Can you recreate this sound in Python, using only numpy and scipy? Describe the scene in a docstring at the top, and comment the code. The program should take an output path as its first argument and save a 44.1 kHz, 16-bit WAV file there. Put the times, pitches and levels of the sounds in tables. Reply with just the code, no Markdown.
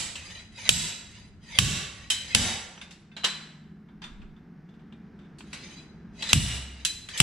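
"""A slide hammer pulls a bearing from a truck axle in a garage: the weight scrapes along its rod and slams into the stop.
Each blow sums a noise burst for the contact, dense decaying noise for the steel, ringing modes, thud, boom and shake.
The scrape is noise with gliding resonances; light knocks ring the rod, the freed jaws clink, and two small clicks follow.
A far motor (wavering sines and noise) drones over noise for air and rumble; a gain control ducks after loud peaks."""
import sys
import numpy as np
from scipy import signal
from scipy.fft import rfft, irfft, next_fast_len
from scipy.io import wavfile
from scipy.ndimage import uniform_filter1d, map_coordinates

SR = 44100
rng = np.random.default_rng(int(sys.argv[2]) if len(sys.argv) > 2 else 0)


def dump(signal):
    """Clip the signal to [-1, 1] and save it as 16-bit WAV at the path in sys.argv[1]."""
    limited = np.clip(np.atleast_2d(signal).T, -1, 1)
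    pcm = np.round(limited * 32767).astype(np.int16)
    wavfile.write(sys.argv[1], SR, pcm)


N = 318402
TIME = np.arange(N) / SR  # s from the start of the scene
AGE = np.arange(SR * 5 // 4) / SR  # s from the start of one impact
TOP_HZ = 15800  # upper band limit

# Modes of rod and weight: pitch_hz, relative level_db, t60_s
ROD_MODES = [(967, -19.5, 0.6), (2049, -16, 0.79), (2556, -11, 0.46), (2920, -12, 0.44), (3070, -3, 0.55),
             (3890, -9, .5), (4016, -1.5, 0.62), (4000, -7, 0.69), (5100, -12.5, 0.34), (6200, -11, .45),
             (7150, -16, 0.45), (7640, -5.5, 0.29), (7800, -1, 0.29), (9500, -15, .25)]
# Modes of the puller jaws hanging free: pitch_hz, relative level_db, t60_s
JAW_MODES = [(1565, -2, .35), (2100, -9, .3), (2600, -7, .4), (3149, -8, .5), (3562, 1, .7), (4740, -4, .4),
             (5905, -4, .7), (6245, -10, .4), (9810, -6, .6), (14212, -30, .5)]
# Where the steel's modes crowd or thin out: pitch_hz, width_hz, change_db
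MODE_CLUSTERS = [(2793, 69, 2), (4120, 84, -2.5), (6140, 83, 4), (7750, 530, 11), (8410, 1800, -3.5),
                 (9460, 180, 7.5)]
# Reverberation time of the garage: pitch_hz, t60_s
GARAGE_T60 = [(150, .6), (500, 0.93), (1500, 0.88), (3000, 0.68), (7000, 0.61), (14000, 0.44)]
# Left-right likeness of the ringing and scraping: pitch_hz, correlation (no unit)
RING_ALIKE = [(250, 0.84), (640, 0.9), (1400, 0.31), (3000, 0.89), (6800, 0.052), (12000, 0.11)]
# Left-right likeness of the background: pitch_hz, correlation (no unit)
FLOOR_ALIKE = [(30, 0.79), (100, 1), (200, 1), (600, 0.88), (3000, 0.9)]


def amp(db):
    """Level law: decibels to amplitude gain."""
    return 10 ** (np.asarray(db) / 20)


def unit(x):
    """Power normalisation: scale to rms 1."""
    return x / np.sqrt(np.mean(x ** 2) + 1e-20)


def along(points, hz):
    """Interpolation of (pitch_hz, value) points on a logarithmic frequency axis."""
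    point_hz, value = np.transpose(points)
    return np.interp(np.log(hz + 1), np.log(point_hz + 1), value)


def fade(t, t60):
    """Exponential decay of a damped vibration, 60 dB down after t60 seconds."""
    return np.exp(-np.log(1000) * t / np.maximum(t60, 1e-3))


def wobble(rate_hz, size):
    """Random modulation: straight lines between random knots, rate_hz knots a second."""
    knots = rng.standard_normal(int(size * rate_hz / SR) + 4)
    return map_coordinates(knots, [np.arange(size) * rate_hz / SR], order=1)


def add(track, sound, s):
    """Superposition: mix a stereo sound into the track at time s."""
    start = round(s * SR)
    lo, hi = max(start, 0), min(start + sound.shape[1], N)
    if hi > lo:
        track[:, lo:hi] += sound[:, lo - start:hi - start]


def noise(spectrum, alike, size, tilt_db=0, peaks=()):
    """Spectral shaping: rms-1 stereo noise whose mid-side balance sets the left-right correlation."""
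    m = next_fast_len(size, True)
    hz = np.fft.rfftfreq(m, 1 / SR)
    # the tilt, in dB per octave, acts above 1 kHz
    db = along(spectrum, hz) + tilt_db * np.log2(np.maximum(hz, 1000) / 1000)
    for centre_hz, width_hz, gain_db in peaks:
        db = db + gain_db / (1 + (2 * (hz - centre_hz) / width_hz) ** 2)
    turn = np.arccos(np.clip(along(alike, hz), -1, 1)) / 2
    spectra = rfft(rng.standard_normal((2, m))) * amp(db) * [np.cos(turn), np.sin(turn)]
    mid, side = irfft(spectra, m)[:, :size]
    return unit(np.array([mid + side, mid - side]))


def blows():
    """Impact: the weight hits the stop and the truck's body thuds; the camera mount shakes."""
    # Hard blows on the stop: start_s, level_db, crack_db, tilt_db_per_octave, strongest_ring_hz, body thud_db,
    # thud_pitch_hz, body boom_db, free jaws_db, right_minus_left_db; part levels are relative
    hard_blows = [(-0.235, -5, 0, 3, 7730, -9.5, 70, -37, -29, 2.5),
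                  (0.6908, -13, 11.5, 2.37, 3760, -13.5, 173, -45.5, -51, 1.5),
                  (1.587, -12, 11.5, 1.33, 2700, -5, 135, -27, -40, 2),
                  (2.348, -13.5, 9.5, -0.5, 9780, -10.5, 227, -35, -10, 1),
                  (6.3304, -12.5, 12.5, 1, 2870, -1, 121, -6.5, -33, 0.3),
                  (7.2012, -8, 9.5, -0.5, 3280, -4, 185, -33, -38, -0.5)]
    # Truck body modes: pitch_hz, relative level_db, t60_s
    boom_modes = [(66, 0, 1.2), (131, 3, .4)]
    # Spectrum of the body thud: pitch_hz, relative level_db
    thud_band = [(20, -20), (45, -4), (70, -0.5), (125, -3), (200, -4.5), (260, -12), (350, -26),
                 (600, -36.5), (1500, -93)]
    # Spectrum of the camera mount's low shake: pitch_hz, relative level_db
    shake_band = [(20, -7), (45, -5), (150, -1.5), (300, -10.5), (900, -41.5), (2000, -80.5)]
    out = np.zeros((2, N))
    for s, db, crack_db, tilt_db, centre_hz, thud_db, thud_hz, boom_db, jaws_db, right_db in hard_blows:
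        gain = amp(db + right_db * np.array([[-.5], [.5]]))
        steel = amp(-1.5) * clang(tilt_db, early_db=-7, early_t60=0.11, peaks=[(centre_hz, 200, 5)])
        rod = amp(-13) * ring(ROD_MODES, centre_hz, favour_db=2.5, waver_db=4.5)
        jaws = amp(jaws_db) * ring(JAW_MODES, centre_hz, favour_db=7.5, waver_db=9.5)
        thud = noise(thud_band, [(100, .93)], len(AGE), peaks=[(thud_hz, 50, 8)])
        thud = amp(thud_db + 9.0) * thud * fade(AGE, 0.39)
        boom = amp(boom_db) * ring(boom_modes).mean(axis=0)
        body = (thud + boom) * (1 - np.exp(-AGE / 0.011))
        # the shake is partly opposite in the two channels
        shake = amp(-11.0) * noise(shake_band, [(100, -0.46)], len(AGE))
        shake = shake * fade(AGE, .14) * (1 - np.exp(-AGE / 0.0023))
        add(out, gain * (steel + rod + jaws + shake + body), s)
        add(out, gain * amp(crack_db + 4.5) * crack(0, t60=0.022, rise=0.00096), s)
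    return out


def crack(tilt_db, t60, rise, peaks=()):
    """Contact transient: stress waves race along the rod, heard as a brief burst; t60 and rise in seconds."""
    # Spectrum of the steel contact: pitch_hz, relative level_db
    contact_band = [(180, -33.5), (300, -17.5), (632, -19), (909, -16.5), (2010, -14), (2710, -1.5),
                    (3040, 2.5), (4520, -14), (5250, -11.5), (7550, -11), (8480, -21), (9670, -7),
                    (10500, -27.5), (12600, -25.5), (15600, -39)]
    # Left-right likeness of the contact: pitch_hz, correlation (no unit)
    contact_alike = [(400, .1), (1300, 1), (2500, 0.33), (3800, 0.49), (5500, .45), (9000, .1)]
    t = AGE[:SR // 10]
    shape = fade(t, t60) * (1 - np.exp(-(t / rise) ** 2))
    burst = noise(contact_band, contact_alike, len(t), tilt_db, peaks) * shape
    return unit(burst) * np.sqrt(np.mean(shape ** 2))


def clang(tilt_db, early_db, early_t60, peaks):
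    """High modal density: countless uneven modes merge into noise that decays with the garage's reverberation."""
    # Spectrum of the dense ring of tool and axle: pitch_hz, relative level_db
    clang_band = [(190, -38), (330, -8.5), (590, -12), (958, -11.5), (1070, -13.5), (1260, -11),
                  (1680, -7.5), (3900, -1.5), (4300, -4), (7560, -6.5), (8740, -10.5), (9630, -8),
                  (11000, -19.5), (14700, -29.5), (15600, -58)]
    grid_hz = np.arange(200, TOP_HZ, 70)
    uneven = np.c_[grid_hz, along(clang_band, grid_hz) + 3.6 * rng.standard_normal(len(grid_hz))]
    dense = noise(uneven, RING_ALIKE, len(AGE), tilt_db, MODE_CLUSTERS + peaks)
    hz, t, z = signal.stft(dense, SR, nperseg=256)
    decaying = z * fade(t, along(GARAGE_T60, hz)[:, None])
    tail = signal.istft(decaying, SR, nperseg=256)[1][:, :len(AGE)]
    # the early part shares the tail's decay and fades further by early_t60 (s)
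    return tail * (1 + amp(early_db) * fade(AGE, early_t60)) * (1 - np.exp(-AGE / 0.0017))


def ring(modes, centre_hz=3000, favour_db=0, hold=0, waver_db=0, tilt_db=0):
    """Modal synthesis: contact favours modes near centre_hz; a hand damps all by hold dB a second."""
    hz, db, t60 = np.transpose(modes)
    db = db + favour_db / (1 + ((hz - centre_hz) / 200) ** 2)
    db = db + tilt_db * np.log2(np.maximum(hz / centre_hz, 1))
    size = unit(amp(db + 2 * rng.standard_normal(len(hz)))) * np.sqrt(2 / len(hz))
    phase = .6 * rng.standard_normal((2, len(hz)))  # each mode has its own phase in each channel
    turn = (2 * np.pi * hz[:, None] * AGE).astype(np.float32)
    # wall echoes add to each mode and cancel it in turn
    swells = amp(waver_db * rng.standard_normal(size=(len(hz), 70)))
    knots = np.linspace(0, AGE[-1], swells.shape[1])
    waver = np.array([np.interp(AGE, knots, unit(row)) for row in swells], np.float32)
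    mode_t60 = np.minimum(t60, AGE[-1])[:, None].astype(np.float32)
    life = waver * fade(AGE.astype(np.float32), mode_t60)
    in_phase = (size * np.cos(phase)) @ (life * np.sin(turn))
    quadrature = (size * np.sin(phase)) @ (life * np.cos(turn))
    return (in_phase + quadrature) * amp(-hold * AGE) * (1 - np.exp(-AGE / .0015))


def slide():
    """Friction: the weight chatters along the rod; its place sets the free length, so bending resonances glide."""
    # Spectrum of the scrape: pitch_hz, relative level_db
    scrape_band = [(290, -37.5), (500, -8), (1320, -13.5), (1960, -0.5), (3180, -4.5), (4050, -3),
                   (4290, -10), (4940, -2), (5460, -16), (6300, -4.5), (8020, -24.5), (8370, -27.5),
                   (9380, -13.5), (10700, -37.5), (15000, -38)]
    level, place = motion()
    modes = [(hz, 60, 5) for hz, _, _ in ROD_MODES]
    chatter = noise(scrape_band, RING_ALIKE, N, peaks=MODE_CLUSTERS + modes)
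    hz, t, z = signal.stft(chatter, SR, nperseg=1024)
    length = 1 + .16 * np.interp(t, TIME, place)
    # bending wavenumber grows as the square root of frequency
    bending = np.cos(2 * np.pi * np.sqrt(hz[:, None] / 42) * length)
    # the contact catches and lets go, waking now one mode and now another
    catches = uniform_filter1d(rng.standard_normal(z.shape[1:]), size=4, axis=0)
    catches = unit(uniform_filter1d(catches, size=4, axis=1))
    coloured = z * amp(3.5 * bending + 4 * catches)
    scrape = unit(signal.istft(coloured, SR, nperseg=1024)[1][:, :N])
    flutter = amp(1.8 * wobble(70, N))
    return level * flutter * scrape


def motion():
    """Kinematics: scrape amplitude follows a power of speed; place runs from 0 (axle end) to 1 (stop)."""
    # The weight is flung at the stop, gathering speed all the way: start_s, end_s, full-speed scrape level_db
    pulls = [(0.48, 0.686, -35), (1.386, 1.584, -35.5), (2.11, 2.349, -38.5), (6.11, 6.334, -32.5),
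             (7.04, 7.22, -32.5)]
    # The weight is pushed back, speeding up and slowing down: start_s, end_s, full-speed scrape level_db
    returns = [(0.14, 0.5, -44.5), (1.03, 1.33, -53), (1.89, 2.15, -52.5), (5.403, 5.92, -49),
               (6.66, 6.94, -55)]
    pull_power, return_power = 2, 1.83  # exponents of speed
    level, place = np.zeros(N), np.zeros(N)
    for start, end, db in pulls:
        during = (TIME >= start) & (TIME < end)
        speed = (TIME[during] - start) / (end - start)
        level[during] += amp(db) * speed ** pull_power
        place[during] = speed ** 2
    for start, end, db in returns:
        during = (TIME >= start) & (TIME < end)
        swing = np.pi * (TIME[during] - start) / (end - start)
        level[during] += amp(db) * np.abs(np.sin(swing)) ** return_power
        place[during] = (1 + np.cos(swing)) / 2
    return level, place


def garage(x):
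    """Diffuse reverberation: convolution with noise that decays at each frequency's own rate."""
    hz, t, z = signal.stft(rng.standard_normal((2, SR)), SR, nperseg=256)
    tail = signal.istft(z * fade(t, along(GARAGE_T60, hz)[:, None]), SR, nperseg=256)[1]
    return signal.fftconvolve(x, tail / np.linalg.norm(tail[0]), axes=1)[:, :N]


def knocks():
    """Damped resonance: the weight bumps the rod and its ends, and the hand damps the ring."""
    # Light knocks: start_s, level_db, crack_db, tilt_db_per_octave, rod_ring_db, strongest_ring_hz;
    # part levels are relative
    rod_knocks = [(0.154, -41, 2.5, -3, -6, 2720), (2.101, -24.5, 0.5, 0, -3.5, 3190),
                  (3.165, -42, -9, -8.5, -3, 4030), (3.235, -40.5, 1, -9, -16, 3170),
                  (3.2414, -29.5, 5.5, -6, -3, 3920), (3.2459, -29, 10, -4.5, -8, 3050),
                  (5.529, -40, -7, -5.5, -29, 4240), (6.223, -35, 1, -5.5, -3, 3970),
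                  (6.289, -33.5, -12, -3, 1, 4030), (6.8494, -28, 8, 1.5, -2.5, 4140),
                  (7.087, -44, 5.5, -4, -30, 1780), (7.175, -33.5, 0, 3, -17, 3300)]
    out = np.zeros((2, N))
    for s, db, crack_db, tilt_db, rod_db, centre_hz in rod_knocks:
        rod = ring(ROD_MODES, centre_hz, favour_db=13, hold=15, waver_db=2.5, tilt_db=1.5 * tilt_db)
        add(out, light_contact(db, crack_db, tilt_db, centre_hz, amp(rod_db + 1) * rod), s)
    return out


def light_contact(db, crack_db, tilt_db, centre_hz, ringing):
    """Weak excitation: a tick, a short clang and a modal ring, with the low modes barely moved."""
    colour = [(450, 900, -12), (centre_hz, 300, 7)]  # centre Hz, width Hz, dB
    sound = amp(-5.5) * clang(tilt_db, early_db=8, early_t60=0.16, peaks=colour) + ringing
    tick = amp(crack_db + 5.5) * crack(tilt_db, t60=.035, rise=.0006, peaks=colour)
    padded = np.pad(tick, [(0, 0), (0, len(AGE) - tick.shape[1])])
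    return amp(db) * (sound + padded)


def clinks_and_clicks():
    """Damped modes: the freed jaws clink and rattle at random; two small clicks borrow the same modes."""
    # Light events, jaw clinks first and two small clicks last: start_s, level_db, crack_db, tilt_db_per_octave,
    # modal_ring_db, strongest_ring_hz; part levels are relative
    light_events = [(2.777, -58, 10.5, -12.5, -14, 2550), (2.8136, -46.5, 5, -6.5, -1, 3670),
                    (2.908, -51, 0.5, -3.5, -15, 5280), (3.115, -64.5, 1.5, -11.5, 10, 2500),
                    (3.886, -64, -2.5, -15, -4, 3580), (4.018, -49, -0.5, -10, 4.5, 4640),
                    (4.039, -46.5, 4.5, -8, -1.5, 3560), (4.217, -60, 1.5, -12.5, -13, 2620),
                    (4.688, -67.5, -2.5, -10.5, -6.5, 3580), (4.924, -63, 8, -12, -8.5, 3630),
                    (5.189, -65.5, 1.5, -10, -9, 3570), (5.384, -54.5, -9, -1, -14, 4500),
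                    (5.406, -59.5, 14, -10.5, -11, 4330)]
    jaw_clinks, small_clicks = light_events[:-2], light_events[-2:]
    # The jaws stir faintly while the puller is turned in the hand: first_s, last_s
    stir_span = (3.55, 5.3)
    softest_db = -71.5
    out = np.zeros((2, N))
    first, last = stir_span
    rattle = []
    for when, force in rng.random(size=(6, 2)):
        rattle.append((first + (last - first) * when, softest_db + 4 * force, 2, -11, -3, 3550))
    for s, db, crack_db, tilt_db, ring_db, centre_hz in jaw_clinks + small_clicks + rattle:
        ringing = ring(JAW_MODES, centre_hz, favour_db=5, hold=150, waver_db=4, tilt_db=tilt_db)
        add(out, light_contact(db, crack_db, tilt_db, centre_hz, amp(ring_db) * ringing), s)
    return out


def background():
    """Tonal and broadband sources: a far motor's wavering lines and noise over the open garage's air."""
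    # Motor drone lines: pitch_hz, relative level_db
    motor_lines = [(155, 0.5), (173, -2), (206, 1.5), (226, -2.5), (258, -15)]
    # Spectrum of the drone's noise: pitch_hz, relative level_db
    drone_band = [(90, -29.5), (150, -2.5), (210, 3), (260, -11), (420, -16), (700, -57)]
    # Course of the far motor: time_s, level_db
    drone_course = [(0, -56), (3.1, -55), (3.5, -48), (6.2, -50.5), (6.8, -63)]
    # Spectrum of the air: pitch_hz, relative level_db
    air_band = [(12, -50), (20, -21), (66, -9), (119, -18), (153, -7), (208, -8.5), (417, -19),
                (551, -30.5), (749, -26.5), (1050, -31), (1630, -28.5), (2420, -38.5), (3570, -46.5),
                (5570, -49.5), (15600, -90.5)]
    # Course of the air: time_s, level_db
    air_course = [(0, -56.5), (3.4, -57), (4.5, -54), (5.7, -49.5), (7.22, -54.5)]
    lines = np.zeros(N)
    for hz, db in motor_lines:
        lines += amp(db + 4 * wobble(4, N)) * np.sin(2 * np.pi * hz * TIME + 2 * wobble(9, N))
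    drone = amp(-2.0) * unit(lines) + amp(-7) * noise(drone_band, FLOOR_ALIKE, N)
    drone = amp(np.interp(TIME, *np.transpose(drone_course))) * drone
    air = amp(np.interp(TIME, *np.transpose(air_course))) * noise(air_band, FLOOR_ALIKE, N)
    return drone + air


def rumble():
    """Amplitude-modulated low noise: an uneven rumble sinks in the hammering's pause, where one soft swell passes."""
    # Spectrum of the rumble: pitch_hz, relative level_db
    rumble_band = [(15, -15), (32, -7), (70, -1), (110, 0.5), (170, -26), (400, -68)]
    # Spectrum of the very low swell: pitch_hz, relative level_db
    swell_band = [(15, -9.5), (32, 2), (65, -8), (130, -31.5), (400, -80)]
    work_db, rest_db = -55.5, -67.5  # mean levels while hammering and in the pause
    pause_from_s, pause_to_s, pause_fade_s = 2.6, 5.88, .4
    swell_s, swell_width_s, swell_db = 4.2, .14, -47
    inside_s = np.minimum(TIME - pause_from_s, pause_to_s - TIME)
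    resting = np.clip(.5 + inside_s / pause_fade_s, 0, 1)
    db = work_db + (rest_db - work_db) * resting + 2.2 * wobble(4, N)
    steady = amp(db) * noise(rumble_band, [(30, 0.33), (90, 0.93)], N)
    swell = amp(swell_db) * np.exp(-((TIME - swell_s) / swell_width_s) ** 2)
    return steady + swell * noise(swell_band, FLOOR_ALIKE, N)


def scene():
    """Superposition of all sources, with the garage's answer to the scrape."""
    scrape = slide()
    hammer = blows() + scrape + amp(-7.5) * garage(scrape)
    return hammer + knocks() + clinks_and_clicks() + background() + rumble()


def gain_control(x, threshold_db, release_db, attack_s):
    """Dynamic compression: loud peaks cut the gain in milliseconds; it climbs back by release_db a second."""
    power = uniform_filter1d(np.mean(x ** 2, axis=0), size=130)  # averaged over about 3 ms
    level_db = 10 * np.log10(np.abs(power) + 1e-12)
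    climb = release_db * TIME
    cut_db = np.maximum.accumulate(np.maximum(level_db - threshold_db, 0) + climb) - climb
    keep = np.exp(-1 / (attack_s * SR))
    return x * amp(-signal.lfilter([1 - keep], [1, -keep], cut_db))


def record(dry):
    """Compression, clipping at full scale, then low-pass band limitation."""
    wet = np.clip(gain_control(dry, threshold_db=-16, release_db=72.0, attack_s=0.0049), -1, 1)
    m = next_fast_len(N + SR // 2)
    edge = np.interp(np.fft.rfftfreq(m, 1 / SR), [TOP_HZ - 400, TOP_HZ + 200], [1, 0])
    return irfft(rfft(wet, m) * edge, m)[:, :N]


dry = scene()
out = record(dry)
dump(out)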